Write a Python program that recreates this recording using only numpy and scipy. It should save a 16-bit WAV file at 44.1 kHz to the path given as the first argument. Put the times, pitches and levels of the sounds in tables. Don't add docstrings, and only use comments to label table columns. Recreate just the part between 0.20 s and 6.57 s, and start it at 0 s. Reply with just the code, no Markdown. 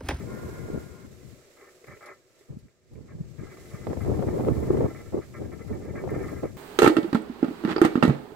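import sys
import numpy as np
from scipy import signal
from scipy.fft import rfft, irfft, next_fast_len
from scipy.io import wavfile
from scipy.ndimage import uniform_filter1d

SR = 44100
rng = np.random.default_rng(int(sys.argv[2]) if len(sys.argv) > 2 else 0)


def output_pcm(signal):
    pcm = np.clip(np.atleast_2d(signal).T, -1, 1) * 32767
    wavfile.write(sys.argv[1], SR, np.round(pcm).astype(np.int16))


N = 280917
TIME = np.arange(N) / SR
SIZE = next_fast_len(N + SR // 2, True)
FREQ = np.maximum(np.arange(SIZE // 2 + 1) * SR / SIZE, 1)


# frequency_hz, level_db
RUMBLE_SPECTRUM = [(20, -10.5), (35, -41), (50, -8), (70, 0.5), (130, 1.5), (200, -5), (300, -10.5),
                   (450, -17.5), (800, -95)]
FLUTTER_SPECTRUM = [(100, -12.5), (220, -1), (360, 5), (460, 2), (600, -8), (800, -21), (1600, -64)]
FINE_EDDY_SPECTRUM = [(350, -2.5), (650, 5), (1100, -1), (1700, -15.5), (3000, -29.5), (8000, -54)]

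def wind(lull_hz=5.1, lull_db=0.5, breakup_db=-46.5):
    wind_db, flutter_db, balance_db = airstream()
    port_db = np.array([balance_db, -balance_db]) / 2
    lulls = unit(undb(-lull_db * np.maximum([walk(lull_hz), walk(lull_hz)], 0)))
    large_eddies = turbulence(0.046, rate_hz=60, shared_db=0.5, own_db=3.5)
    rumble = shape(large_eddies, colour(RUMBLE_SPECTRUM)) * lulls * undb(wind_db + 3.5)
    rumble /= np.sqrt(1 + 0.87 * undb(2 * flutter_db))
    breakup = 1 / (1 + undb(1.5 * (breakup_db - wind_db)))
    small_eddies = turbulence(0.044, rate_hz=150, shared_db=3, own_db=2.5) * unit(undb(1.1 * walk(35)))
    strength_db = wind_db + flutter_db
    fine = shape(small_eddies, colour(FINE_EDDY_SPECTRUM)) * undb(-15 + 0.039 * (strength_db + 33))
    flutter = (shape(small_eddies, colour(FLUTTER_SPECTRUM)) + fine) * undb(strength_db + 1.26)
    return rumble * undb(1.8 * port_db) + flutter * breakup * undb(0.03 * port_db)


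# time_s, strength_db, leftward_bias_db
BREEZE = [(0, -40, 7.5), (.58, -41, 3.5), (.72, -48, 7.5), (1.18, -55, 4), (1.3, -75, 3), (2.62, -68.5, 0),
          (2.76, -48, -9), (3.12, -53.5, 9), (3.38, -50.5, 0), (3.77, -42, 12.5), (3.9, -31, 10),
          (4.6, -33.5, -8.5), (4.77, -43, 9), (5.08, -50, -6), (5.22, -44.5, 9.5), (5.68, -40, 3.5),
          (5.93, -33.5, 1.5), (6.37, -45.5, 7.5)]
# start_s, length_s, strength_db, flutter_over_rumble_db, leftward_bias_db
GUSTS = [(0.525, 0.047, -35.5, 0.5, 8), (1.022, 0.054, -50.5, -9, 7.5), (1.667, 0.073, -54, -15, 0),
         (2.282, 0.081, -43, -8, 2), (2.422, 0.029, -51.5, -14, 3.5), (2.704, 0.038, -47.5, -6, 4),
         (2.904, 0.15, -43, -15, -1), (3.176, 0.11, -44, -5, 10), (3.66, 0.052, -39, 4.5, 16),
         (3.853, 0.067, -31, 2, 5.5), (4.26, 0.054, -27.5, 2, -4), (4.483, 0.17, -29.5, 3, 7.5),
         (4.916, 0.07, -35.5, 4.5, 6.5), (5.175, 0.089, -40, 2.5, 2), (5.498, 0.047, -33.5, -1.5, -3.5),
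         (6.219, 0.031, -34.5, 6, 5)]

def airstream(breeze_flutter_db=0.5):
    breeze_db, breeze_bias_db = curves(BREEZE)
    power = undb(2 * breeze_db)
    flutter, bias = power * breeze_flutter_db, power * breeze_bias_db
    for start, length, db, flutter_db, bias_db in GUSTS:
        gust_power = (undb(db) * swell(start, length, attack_s=0.012, release_s=0.023)) ** 2
        power += gust_power
        flutter += gust_power * flutter_db
        bias += gust_power * bias_db
    return 10 * np.log10(power), flutter / power, bias / power


# time_s, peak_db, centre_hz
BUFFETS = [(0.503, -21, 345), (0.546, -23, 390), (0.577, -20, 360), (0.851, -32, 228), (2.308, -28, 123),
           (2.372, -29, 211), (2.953, -27.5, 140), (3.011, -19.5, 155), (3.236, -25.5, 343),
           (3.545, -27, 121), (3.918, -15.5, 503), (4.288, -11, 378), (4.507, -5, 380), (4.608, -10, 456),
           (4.946, -12, 346), (4.969, -18, 407), (5.522, -21.5, 221), (5.918, -18, 406), (6.235, -20, 450),
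           (6.257, -18, 410)]

def buffets():
    out = np.zeros((2, N))
    for time_s, db, hz in BUFFETS:
        near = np.abs(TIME - time_s) < 0.04
        cycles = (TIME[near] - time_s) * hz
        phase = 2 * np.pi * rng.random() + np.array([[0], [np.pi / 2]])
        envelope = undb(db) * np.exp(-np.abs(cycles / 0.73) ** 1.18)
        out[:, near] += envelope * np.sin(2 * np.pi * cycles + phase)
    return out


# time_s, level_db, left_minus_right_db
POPS = [(3.669, -24, -8), (3.73, -27, -12), (3.771, -31, -7), (3.847, -28, -2), (3.992, -28, -3),
        (4.024, -23, 4), (4.208, -28, 3), (4.248, -25, 0), (4.284, -19, 3), (4.571, -23, 0),
        (4.607, -25, 3), (5.22, -34, 0), (5.838, -31, 0), (5.876, -30, 0), (6.232, -29, -8)]

def pops():
    times, db, balance_db = np.transpose(POPS)
    blows = np.array([strikes(times, undb(db + side * balance_db / 2), rise_s=0.0004, decay_s=0.004)
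                      for side in (1, -1)])
    spectrum = colour([(100, -10), (500, 9.5), (1500, -15.5), (3500, -32), (7000, -49)])
    return shape(ports(0) * blows, spectrum)


# start_s, length_s, level_over_flow_db
RUBS = [(3.194, 1.8, 5.5), (5.75, 0.5, 6)]
# start_s, length_s, level_db
KNOCK_BURSTS = [(0, 0.016, -50.5), (1.363, 0.056, -58.5), (1.406, 0.082, -57.5), (1.667, 0.07, -49.5),
                (1.805, 0.04, -49.5), (1.861, 0.033, -46.5), (1.891, 0.025, -46), (2.879, 0.041, -56.5),
                (3.179, 0.032, -54.5), (3.221, 0.077, -57.5), (3.312, 0.01, -48.5), (3.528, 0.041, -52),
                (3.609, 0.017, -55.5), (3.8, 0.013, -43), (4.073, 0.012, -45.5), (4.412, 0.3, -53.5),
                (4.743, 0.066, -53), (5.011, 0.017, -49), (5.138, 0.021, -44), (5.228, 0.024, -55.5),
                (5.314, 0.023, -50), (5.388, 0.022, -51), (5.474, 0.012, -52.5), (5.523, 0.02, -53.5),
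                (5.61, 0.097, -55), (5.748, 0.041, -44.5), (5.888, 0.015, -42.5), (5.937, 0.014, -39.5),
                (5.983, 0.026, -47), (6.026, 0.02, -44.5), (6.074, 0.026, -43.5), (6.157, 0.022, -48),
                (6.233, 0.041, -48)]

def chatter(free_rub_db=-2.5):
    flow_db, = curves(ROTOR_FLOW)
    contact = np.max([undb(db) * swell(start, length, attack_s=0.0028, release_s=0.028)
                      for start, length, db in RUBS], axis=0)
    rub = np.maximum(contact * wobble(), undb(free_rub_db)) * undb(flow_db)
    bursts = sum(undb(db) * swell(start, length, attack_s=0.0034, release_s=0.016)
                 for start, length, db in KNOCK_BURSTS)
    return stand(np.hypot(bursts, rub))


def wobble(rate_hz=16, jitter=0.2, scatter_db=1.5, steady_load=0.4):
    chance = rng.standard_normal((int(N / SR * rate_hz) + 1, 2))
    times = (np.arange(len(chance)) + jitter * chance[:, 0]) / rate_hz
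    pulses = strikes(times, undb(scatter_db * chance[:, 1]), rise_s=0.0011, decay_s=0.009)
    return unit(steady_load + pulses)


# frequency_hz, level_db
SCRAPE_SPECTRUM = [(280, -28), (450, -4), (950, 7), (1250, 22.5), (1500, 9), (2150, 12), (2700, -26)]
# frequency_hz, bandwidth_hz, level_db
STAND_MODES = [(385, 40, 3), (590, 60, 0), (810, 50, -6), (1075, 55, -7), (1207, 20, 0), (1333, 26, 2),
               (1630, 22, 0), (1802, 30, 0.5), (2032, 34, 2), (2112, 32, -7), (2257, 30, -2)]

def stand(drag, rough_db=4, scrape_db=-7.5, groups=3):
    scrape = turbulence(0.7, rate_hz=420, shared_db=rough_db, own_db=0) * drag
    out = undb(scrape_db) * shape(scrape, colour(SCRAPE_SPECTRUM) * wood())
    power = np.array([width * undb(db) ** 2 for _, width, db in STAND_MODES])
    for k in range(groups):
        knocks = turbulence(0.7, rate_hz=420, shared_db=rough_db, own_db=0) * undb(walk(25))
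        share = power[k::groups].sum() / power.sum()
        out += np.sqrt(share) * shape(unit(knocks) * drag, ring(STAND_MODES[k::groups]) * wood())
    return out


def wood(cutoff_hz=2450):
    return 1 / np.sqrt(1 + (FREQ / cutoff_hz) ** 28)


# time_s, level_db
WHIRR_ENVELOPE = [(.06, -61.5), (.1, -50), (.4, -53.5), (.58, -53), (.66, -60.5), (.86, -58), (.9, -105)]
# frequency_hz, bandwidth_hz, level_db, swell_time_s, swell_db
WHIRR_MODES = [(1043, 50, -5, 0.21, 3.5), (1413, 16, -4.5, 0.58, 4), (1626, 12, -13, 0.35, 10.5),
               (1810, 25, -19, 0.17, 8), (2137, 22, -11.5, 0.39, 6)]

def whirr(buzz_hz=324, slowing_hz_per_s=17.14, stand_db=-8.5, swell_width_s=0.056):
    whirr_db, = curves(WHIRR_ENVELOPE)
    cycles = np.cumsum(buzz_hz - slowing_hz_per_s * TIME) / SR
    buzz = unit(np.exp(2 * np.cos(2 * np.pi * cycles)))
    out = undb(stand_db) * shape(ports(0.43) * buzz, ring(STAND_MODES) * wood())
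    for hz, width, db, swell_time_s, swell_db in WHIRR_MODES:
        passing = np.exp(-((TIME - swell_time_s) / swell_width_s) ** 2)
        ringing = shape(ports(0.21) * buzz, ring([(hz, width, 0)]) * wood())
        held = ringing / np.sqrt(uniform_filter1d(ringing ** 2, size=SR // 50))
        out += held * undb(db + swell_db * passing + 2 * walk(20))
    return out * undb(whirr_db)


# time_s, relative_level_db
ROTOR_FLOW = [(0, -61), (.6, -63), (.9, -66.5), (1.1, -66), (1.6, -67.5), (1.85, -67), (2.04, -74.5),
              (2.19, -70.5), (2.45, -75.5), (2.61, -79.5), (2.74, -74), (2.95, -72), (3.45, -62.5),
              (4.5, -61.5), (4.72, -64), (5.27, -66.5), (5.57, -66), (5.72, -66.5), (6.1, -61.5),
              (6.37, -66.5)]
MID_FLOW_DB = -65.5
# frequency_hz, level_db
LEFT_HISS_SPECTRUM = [(900, -0.5), (2400, 0.5), (3300, -7), (4400, -8.5), (5300, -2), (7500, -2.5),
                      (8300, -4), (9300, -16), (11200, -8.5), (15500, -67)]
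RIGHT_HISS_SPECTRUM = [(900, 1.5), (2400, 1.5), (3100, -1.5), (4000, 1.5), (4700, 0), (6300, -1), (7700, 3),
                       (8800, -7.5), (10500, -5.5), (13000, -5.5), (15500, -10)]

def blades(crossover_hz=8700, treble_db_per_db=0.47):
    flow_db, = curves(ROTOR_FLOW)
    treble_db = treble_db_per_db * (flow_db - MID_FLOW_DB) + walk(10)
    spectra = np.array([colour(LEFT_HISS_SPECTRUM), colour(RIGHT_HISS_SPECTRUM)])
    hiss = shape(turbulence(0.008, rate_hz=130, shared_db=-0.26, own_db=-1), spectra)
    treble = shape(hiss, 1 / (1 + (crossover_hz / FREQ) ** 20))
    port_db = np.array([[4.4], [7.4]])
    return (hiss - treble + treble * undb(treble_db)) * undb(flow_db + port_db)


# frequency_hz, bandwidth_hz, level_db
MOTOR_MODES = [(372.6, 22, 5), (480, 28, -2.5)]
# frequency_hz, level_db
HUM_SPECTRUM = [(40, -16), (90, -9), (170, -18), (400, -1), (640, -5), (860, -28), (3000, -34)]

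def motors(mid_hum_db=-60, hum_db_per_db=1.08):
    flow_db, = curves(ROTOR_FLOW)
    shaking = turbulence(0.8, rate_hz=45, shared_db=1, own_db=0)
    body = ring(MOTOR_MODES) / np.sqrt(1 + (FREQ / 700) ** 12)
    hum_db = mid_hum_db + hum_db_per_db * (flow_db - MID_FLOW_DB)
    return (shape(shaking, body) + shape(ports(0.97), colour(HUM_SPECTRUM))) * undb(hum_db)


# time_s, level_db
SHAFT_TAPS = [(1.642, -43.5), (1.768, -43.5), (2.21, -53.5), (2.482, -59), (2.755, -54)]
# frequency_hz, level_db
TAP_SPECTRUM = [(200, -13), (450, 13), (900, -17), (2300, -2.5), (2900, -25), (6000, -39)]

def taps():
    times, db = np.transpose(SHAFT_TAPS)
    blows = strikes(times, undb(db), rise_s=0.00067, decay_s=0.0083)
    return shape(ports(0.59) * blows, colour(TAP_SPECTRUM))


# time_s, relative_level_db
GRAIN_TICKS = [(1.665, -54), (1.858, -47.5), (2.19, -60), (2.388, -58), (2.733, -62)]
GRAIN_PINGS = [(3.816, -56), (3.972, -58), (4.403, -54), (4.534, -54), (5.333, -61), (5.544, -60),
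               (5.817, -57), (5.903, -57), (5.976, -58), (6.097, -58)]
# time_s, level_db
FINE_GRIT_ENVELOPE = [(3.3, -94), (3.8, -73), (4.55, -73), (4.9, -80), (5.5, -79), (5.88, -71.5),
                      (6.12, -67.5), (6.28, -74)]
# frequency_hz, level_db
TICK_SPECTRUM = [(2000, -20), (3800, 4), (9300, -6), (11000, 4), (15500, -20)]
FINE_GRIT_SPECTRUM = [(3000, 2), (9300, -10), (11100, -6), (15500, 4)]

def grit(grains_per_s=40, ping_hz=11330, ping_width_hz=910):
    times, db = np.transpose(GRAIN_TICKS)
    landings = strikes(times, undb(db - 5.5), rise_s=0.0005, decay_s=0.012)
    ticks = shape(ports(0) * landings, colour(TICK_SPECTRUM))
    fine_db, = curves(FINE_GRIT_ENVELOPE)
    when, softness = rng.random((int(grains_per_s * N / SR), 2)).T
    fine = strikes(when * N / SR, undb(-10 * softness), rise_s=0.0002, decay_s=0.003)
    fine = unit(fine) * undb(fine_db)
    times, db = np.transpose(GRAIN_PINGS)
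    hard = strikes(times, undb(db), rise_s=0.0002, decay_s=0.0026)
    pings = shape(ports(0) * (hard + fine), ring([(ping_hz, ping_width_hz, 0)]))
    return ticks + pings + shape(ports(0) * fine / 2, colour(FINE_GRIT_SPECTRUM))


def turbulence(correlation, rate_hz, shared_db, own_db):
    clumps_db = shared_db * walk(rate_hz) + own_db * np.array([walk(rate_hz), walk(rate_hz)])
    return unit(ports(correlation) * undb(clumps_db))


def ports(correlation):
    noise = rng.standard_normal((3, N))
    return np.sqrt(correlation) * noise[0] + np.sqrt(1 - correlation) * noise[1:]


def walk(rate_hz):
    hold = max(int(SR / rate_hz), 2)
    steps = np.repeat(rng.standard_normal(N // hold + 1), hold)
    return 1.3 * uniform_filter1d(uniform_filter1d(steps, hold), hold)[:N]


def strikes(times, gains, rise_s, decay_s):
    out = np.zeros(N)
    age = np.arange(SR // 4) / SR
    blow = (1 - np.exp(-age / rise_s)) * np.exp(-age / decay_s)
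    for time_s, gain in zip(times, gains):
        part = out[max(int(time_s * SR), 0):][:len(age)]
        part += gain * blow[:len(part)] / blow.max()
    return out


def swell(start, length, attack_s, release_s):
    age = TIME - start
    return np.clip(age / attack_s, 0, 1) * np.exp(-np.maximum(age - length, 0) / release_s)


def ring(modes):
    return unit(sum(undb(db) / (1 + 1j * (FREQ ** 2 - hz ** 2) / (FREQ * width))
                    for hz, width, db in modes))


def colour(points):
    hz, db = np.transpose(points)
    return unit(undb(np.interp(np.log(FREQ), np.log(hz), db)))


def shape(x, response):
    return irfft(rfft(x, SIZE) * response, SIZE)[..., :N]


def curves(table):
    times, *columns = np.transpose(table)
    return [np.interp(TIME, times, column) for column in columns]


def undb(db):
    return 10 ** (np.asarray(db) / 20)


def unit(x):
    return x / np.sqrt(np.mean(np.abs(x) ** 2))


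def scene():
    return wind() + buffets() + pops() + blades() + motors() + chatter() + taps() + whirr() + grit()


def record(dry, ceiling=0.55, cutoff_hz=15750):
    low_pass = signal.ellip(10, 0.2, 80, cutoff_hz, fs=SR, output="sos")
    return signal.sosfilt(low_pass, ceiling * np.tanh(dry / ceiling))


dry = scene()
out = record(dry)
output_pcm(out)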